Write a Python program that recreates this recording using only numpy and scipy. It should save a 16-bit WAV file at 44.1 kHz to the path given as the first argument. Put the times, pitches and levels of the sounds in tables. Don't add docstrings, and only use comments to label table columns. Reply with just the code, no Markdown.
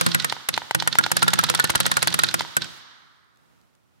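import sys
import numpy as np
from scipy import signal
from scipy.fft import rfft, irfft, next_fast_len
from scipy.io import wavfile
from scipy.ndimage import uniform_filter1d

SR = 44100
rng = np.random.default_rng(int(sys.argv[2]) if len(sys.argv) > 2 else 0)


def unload_audio(sound):
    columns = np.transpose(np.atleast_2d(sound))
    steps = np.round(np.clip(columns, -1, 1) * 32767)
    wavfile.write(sys.argv[1], SR, steps.astype(np.int16))


def volts_from_db(level):
    exponent = np.asarray(level, float) / 20
    return 10 ** exponent


N = 176400

# f/Hz, density/dB per Hz
LAWN_SPECTRUM = [(18, -33.5), (30, -12.5), (124, -3), (157, -5), (355, -13), (540, -16.5), (1430, -17.5),
                 (1540, -21.5), (16000, -37.5)]
# f/Hz, left/dB, right/dB, t60/s, near part/dB
TREE_BANDS = [(165, -51.5, -25, 0.4, 4.5), (710, -40, -41, 1.4, 6.5), (1364, -39.5, -36.5, 3.58, 5),
              (2610, -43.5, -39.5, 1.36, 3), (3956, -35, -31.5, 1.8, 9), (4990, -41, -36.5, 1.4, 2),
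              (7100, -48.5, -52, 1.1, -8), (13020, -71.5, -71, 1.1, 9)]
# t/s, level/dB
EARLIER_HITS = [
    (-.2, -4),
    (-.1, -3.5),
    (-.045, -15.5),
]
# t/s, level/dB, thud/dB, ring/dB
SINGLE_HITS = [
    (0.011, -11.5, 5.5, -4),
    (0.0633, -14.5, 12.5, -0.5),
    (0.146, -10, 3.5, 0.5),
    (0.245, -13, 3, -1),
    (0.4873, -10.5, -2, -11),
    (0.7473, -11, 3, -6),
    (0.8743, -11.5, 2.5, 1),
    (0.9855, -9, 4.5, 2),
    (2.3412, -10.5, 4, -13.5),
    (2.567, -11, 0.5, -6.5),
]
# t/s, level/dB, thud/dB, ring/dB
RAPID_HITS = [(1.1158, -10, 1.6, -11.5), (1.1671, -13, 1.8, -1.1), (1.2276, -10, 4.2, 1.5),
              (1.2799, -13.5, 1.1, 4), (1.3351, -10, 1.1, -5.5), (1.3895, -10.5, 2.4, 1),
              (1.4375, -11.5, 1.5, -6), (1.498, -10.5, 2.3, -3), (1.5482, -14, 0.81, -0.5),
              (1.5968, -14, 2.3, 4.5), (1.6415, -13.5, 2, -1.5), (1.7009, -12, 0.75, -4),
              (1.755, -12, 2.3, -1.3), (1.8021, -11, 2, -3), (1.8634, -12.5, 1.2, -2), (1.9148, -13, 1, -1),
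              (1.9684, -12.5, 3, -1.5), (2.0268, -10, 0.82, -7), (2.0726, -12.5, 1.1, 0),
              (2.1412, -11.5, 0.92, -14), (2.1898, -11.5, 0.59, 6.5), (2.2349, -11.5, 0.94, -1)]
BURST_TREBLE_DB = [1.5, 1.5, 1.5, 1.5, 1.5, 1.5, 1.5, 1.5, 1.5, 1.5, 1.5, 1.5, 1.5, 1.5, 1.5, 1.5, 1.5, 1.5,
                   1.5, 1.5, 1.5, 1.5, 1.5, 1.5, 1.5, 1.5, 1.5, 1.5, 1.5, 1.5, 1.5, 1.5]
# f/Hz, density/dB per Hz
SPLAT_SPECTRUM = [(120, -20), (400, -0.5), (1600, 3.5), (4500, -4.5), (6800, -5), (9100, -2),
                  (13000, -11.5), (16500, -16)]
# f/Hz, level/dB, t60/s
PANEL_MODES = [(73.8, -29.5, 0.033), (119, -28, 0.32), (130, -27.5, 0.45), (161.8, -25, 0.53),
               (175.6, -22, 0.86), (233, -20.5, 0.092), (337, -29, 0.72), (506, -18, 0.084),
               (1090, -11.5, 0.09), (1197, -20, 0.12), (1387, -2, 0.077), (1510, -9, 0.061),
               (1766, -6.5, 0.11), (2638, -21, 0.054)]
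# delay/s, left/dB, right/dB, centre f/Hz, width/Hz
HIT_ECHOES = [(.0522, -5, 6, 4000, 1500), (.0522, -20, -12, 3000, 5000), (.0765, -19, -12, 4000, 5000)]
# delay/s, left/dB, right/dB, centre f/Hz, width/Hz
CRACK_ECHOES = [(.0522, -11, -1, 4400, 1800), (.0535, -14, -3, 3650, 500), (.0522, -34, -27, 9000, 8000),
                (.0525, -18, -14, 1700, 1200), (.0765, -24, -16, 4500, 4000), (.0385, -28, -26, 4000, 3000)]
# delay/s, left/dB, right/dB, centre f/Hz, width/Hz
POP_ECHOES = [(.0415, -14, -13, 1100, 2500)]
# t/s, level/dB
SHOTS = [(0.0917, -16), (0.3244, 0.5), (.577, 3.5), (0.7099, 2.5), (.8233, -1), (0.9544, -1),
         (1.0106, -8.5), (1.0639, 0), (1.116, -7.5), (1.169, -18.5), (1.2239, 2), (1.2779, -3.5),
         (1.3332, -1.5), (1.3861, -11), (1.431, -10), (1.4873, -7.5), (1.5404, -3), (1.5918, -3),
         (1.64, -8.5), (1.6969, 1), (1.751, 0.5), (1.804, -4), (1.8568, -2.5), (1.915, -11.5), (1.9803, -8),
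         (2.030, -8.5), (2.073, -1.5), (2.128, -13.5), (2.186, -14), (2.4077, 0.5)]
# f/Hz, left/dB, right/dB, t60/s
BARREL_MODES = [(920, -12, -11, .05), (1500, -20, -18, .03), (2000, -22, -17, .03), (3050, -25, -15, .03),
                (4300, -28, -22, .03)]
# t/s, thump/dB, knock/dB
FRAME_HITS = [
    (1.6426, -16, -15),
    (1.7015, -14.5, -26),
    (1.757, -13.5, -30.5),
]
# t/s, level/dB
DRIPS = [
    (3.2447, -58),
    (3.3593, -54.5),
    (3.3723, -50),
    (3.6138, -51),
    (3.7395, -63.5),
    (3.7514, -49.5),
]

CRACK_DELAY_S = 0.000843


def curve(table, hz, col):
    table = np.array(table, float)
    return np.interp(np.log(np.maximum(hz, 1)), np.log(table[:, 0]), table[:, col])


def colour(x, gain):
    size = next_fast_len(x.shape[-1] + 4096)
    hz = np.arange(size // 2 + 1) * SR / size
    return irfft(rfft(x, size) * gain(hz), size)[..., :x.shape[-1]]


def band(x, hz, width_hz):
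    return signal.lfilter(*signal.iirpeak(hz, hz / width_hz, SR), x)


def fade(t, t60_s):
    return (t >= 0) * volts_from_db(-60 * np.maximum(t, 0) / t60_s)


def bell(x):
    return np.exp(-.5 * x ** 2)


def stereo(left, right):
    return np.array([[left], [right]])


def add(out, x, s):
    i = int(s * SR)
    part = out[:, i:i + x.shape[1]]
    part += x[:, :part.shape[1]]


def pair(count):
    alike_hz = 586
    a, b = rng.standard_normal((2, count))
    alike = lambda hz: .92 / (1 + (hz / alike_hz) ** 2)
    return np.array([a, colour(a, alike) + colour(b, lambda hz: np.sqrt(1 - alike(hz) ** 2))])


def lawn():
    level_db, pan_db, swell_db = -62.5, -3.5, 2.0
    air = colour(pair(N), lambda f: volts_from_db(curve(LAWN_SPECTRUM, f, 1)))
    swell = uniform_filter1d(uniform_filter1d(rng.standard_normal(N), 8000), 8000)
    return air / air.std() * volts_from_db(level_db + swell_db * swell / swell.std() + pan_db * stereo(.5, -.5))


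def trees(x):
    start_s, rise_s, near_t60_s, near_hold_s = .037, .012, .2, 0.17
    treeline_s, beyond_t60_s = 0.35, 5.7
    swell_s, swell_width_s, swell_db = .3, 0.032, 1
    t = np.arange(int(1.3 * SR)) / SR - start_s
    noise = pair(len(t))
    response = 0
    for hz in 80 * 2 ** np.arange(0, 7.8, .5):
        left_db, right_db, t60_s, near_db = (curve(TREE_BANDS, hz, col) for col in (1, 2, 3, 4))
        half_octave = colour(noise, lambda f: np.maximum(0, 1 - 2 * abs(np.log2((f + 1) / hz))))
        held = hz > 6000
        near = fade(t - near_hold_s * held, near_t60_s) + (t < near_hold_s) * held
        response = response + volts_from_db(stereo(left_db, right_db)) * half_octave * (fade(t, t60_s) + volts_from_db(near_db) * near)
    response = response * np.clip(t / rise_s, 0, 1) * volts_from_db(-60 * np.maximum(t - treeline_s, 0) / beyond_t60_s)
    response = response * volts_from_db(swell_db * bell((t - swell_s) / swell_width_s))
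    return signal.fftconvolve(x[None], response, axes=1)


def burst(level_db, treble_db, lead_s, pan_db):
    splat_db, shared, lag_s, left_treble_db = 4, 0.31, .00006, 3.5
    rise_s, body_t60_s, top_t60_s = .0004, 0.03, 0.015
    spray_db, spray_t60_s = -34, 0.21
    rebound_s, rebound_db, rebound_t60_s = .0022, -3, .007
    crack_db, crack_width_s = 17, .000012
    u = np.arange(4096) / SR - lead_s
    side = stereo(.5, -.5)

    noise = rng.standard_normal((3, 4096))
    noise = np.sqrt(shared) * noise[0] + np.sqrt(1 - shared) * noise[1:]
    common = noise.sum(axis=0) / 1.5
    noise = noise + signal.sosfilt(signal.butter(1, 800, fs=SR, output="sos"), common - noise)
    top = signal.sosfilt(signal.butter(2, 5000, "high", fs=SR, output="sos"), noise)

    late, strong = rng.standard_normal(2)
    again_s = CRACK_DELAY_S + rebound_s * (1 + 0.13 * late)
    spray = volts_from_db(spray_db) * fade(u, spray_t60_s)
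    rebound = volts_from_db(rebound_db + 2 * strong) * fade(u - again_s, rebound_t60_s)
    shape = lambda t60_s: np.clip(u / rise_s, 0, 1) ** 2 * fade(u, t60_s) + spray + rebound

    v = (u - CRACK_DELAY_S) / crack_width_s
    crack = volts_from_db(crack_db + treble_db) * v * bell(v)
    splat = (noise - top) * shape(body_t60_s) + volts_from_db(treble_db) * top * shape(top_t60_s) - crack

    def ports(f):
        tilt_db = pan_db + left_treble_db * (f / 12000) ** 2
        return volts_from_db(curve(SPLAT_SPECTRUM, f, 1) + side * tilt_db) * np.exp(2j * np.pi * f * side * lag_s)

    return volts_from_db(level_db + splat_db) * colour(splat, ports)


def panel_ring(level_db, thud_db, ring_db):
    scatter_db, jitter, port_phase = 4, .07, 0.21
    low_longest_t60_s, high_longest_t60_s = 0.49, 0.053
    t = np.arange(SR // 4) / SR
    hz, db, t60_s = np.array(PANEL_MODES).T[:, :, None]
    phase, level, pitch = rng.standard_normal((3, len(PANEL_MODES), 1))
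    low = hz < 600
    gain = volts_from_db(level_db + db + np.where(low, thud_db, ring_db) + scatter_db * level)
    envelope = gain * fade(t, np.minimum(t60_s, np.where(low, low_longest_t60_s, high_longest_t60_s)))
    turn = 2 * np.pi * hz * (1 + jitter * np.minimum(hz / 1000, 1) * pitch) * t
    offset = port_phase * phase * np.minimum(turn, 1)
    ring = np.array([(envelope * np.sin(turn + k * offset)).sum(axis=0) for k in (1, -1)])
    return ring * np.minimum(1, 10 - 40 * t)


def panel():
    lead_s, pan_db = .002, -2
    out = np.zeros((2, N))
    for (s, level_db, thud_db, ring_db), treble_db in zip(SINGLE_HITS + RAPID_HITS, BURST_TREBLE_DB):
        add(out, burst(level_db, treble_db, lead_s, pan_db), s - lead_s)
        ring = panel_ring(level_db, thud_db, ring_db) * volts_from_db(pan_db * stereo(.5, -.5))
        add(out, ring, s + CRACK_DELAY_S)
    return out


def echoes(x, table):
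    out = np.zeros((2, N))
    for s, left_db, right_db, hz, width_hz in table:
        slap = band(band(x[-1], hz, width_hz), hz, width_hz)
        add(out, slap * volts_from_db(stereo(left_db, right_db)) * stereo(-1, 1), s)
    return out


def gas_pulse(u):
    width_s, suck_s, suck_share = .00006, .0003, .95
    hiss_db, hiss_t60_s, hiss_hz, hiss_width_hz = -17, .03, 3100, 5800
    suck = suck_share * width_s / suck_s * (u > 0) * np.exp(-abs(u) / suck_s) * np.sqrt(2 * np.pi)
    hiss = band(band(rng.standard_normal(u.shape), hiss_hz, hiss_width_hz), hiss_hz, hiss_width_hz)
    return bell(u / width_s) - suck + volts_from_db(hiss_db) * fade(u, hiss_t60_s) * hiss


def barrel_ring(u):
    valve_s, rise_s, jitter = .0045, .00012, .025
    valve = 0.031 + 0.55 * np.exp(-(u / valve_s) ** 4)
    out = np.zeros(u.shape)
    for hz, left_db, right_db, t60_s in BARREL_MODES:
        level, pitch = rng.standard_normal(2)
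        envelope = volts_from_db(stereo(left_db, right_db) + level) * fade(u, t60_s) * valve * np.clip(u / rise_s, 0, 1)
        out += envelope * np.cos(2 * np.pi * hz * (1 + jitter * pitch) * u)
    return out


def marker():
    pop_db, start_s, left_lag_s = -3.5, .00027, .00037
    thump_db, thump_hz, thump_t60_s = -31.5, 118, 0.068
    out = np.zeros((2, N))
    u = np.arange(4096) / SR - start_s - stereo(left_lag_s, 0)
    for s, db in SHOTS:
        thump = volts_from_db(thump_db) * fade(u, thump_t60_s) * np.sin(2 * np.pi * thump_hz * u) * stereo(.3, 1)
        add(out, volts_from_db(db + pop_db) * (gas_pulse(u) + barrel_ring(u) + thump), s)
    return out


def frame():
    hz, t60_s, knock_s, start_s = 115, 0.013, 0.00029, .00027
    lead_s = 3 * knock_s
    out = np.zeros((2, N))
    u = np.arange(4096)[None] / SR - start_s
    for s, db, knock_db in FRAME_HITS:
        thump = volts_from_db(db) * fade(u - lead_s, t60_s) * np.sin(2 * np.pi * hz * (u - lead_s))
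        knock = volts_from_db(knock_db) * bell(u / knock_s - 2)
        add(out, (thump - knock) * stereo(1, -.3), s - lead_s)
    return out


def drips():
    hz, width_hz, t60_s, trim_db = 4800, 5000, .01, -1
    out = np.zeros((2, N))
    envelope = fade(np.arange(1024) / SR, t60_s)
    for s, db in DRIPS:
        add(out, volts_from_db(db + trim_db) * band(rng.standard_normal((2, 1024)) * envelope, hz, width_hz), s)
    return out


def scene():
    bang_db, crack_echo_db, pop_wet_db = 14.5, 3.5, -17
    hits = panel()
    pops = marker() + frame()
    bangs = np.zeros((1, N + SR))
    for s, db, *_ in EARLIER_HITS + SINGLE_HITS + RAPID_HITS:
        add(bangs, volts_from_db(db + bang_db) * np.ones((1, 1)), s + 1)
    cracks = volts_from_db(crack_echo_db) * np.roll(bangs[:, SR:], int(CRACK_DELAY_S * SR))
    add(bangs, volts_from_db(pop_wet_db) * pops[1:], 1)
    wash = trees(bangs[0])[:, SR:SR + N]
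    slaps = echoes(hits, HIT_ECHOES) + echoes(cracks, CRACK_ECHOES) + echoes(pops[1:], POP_ECHOES)
    return hits + pops + slaps + wash + lawn() + drips()


def band_limit(x):
    return signal.sosfilt(signal.butter(12, 16970, fs=SR, output="sos"), x)


def record(dry):
    clip_at, top_hz = 1.05, 16100
    x = signal.sosfilt(signal.butter(2, 50, "high", fs=SR, output="sos"), dry)
    x = clip_at * np.tanh(x / clip_at) * stereo(1, -1)
    x = colour(x, lambda f: np.clip((top_hz + 500 - f) / 1000, 0, 1))
    return band_limit(x)


dry = scene()
out = record(dry)
unload_audio(out)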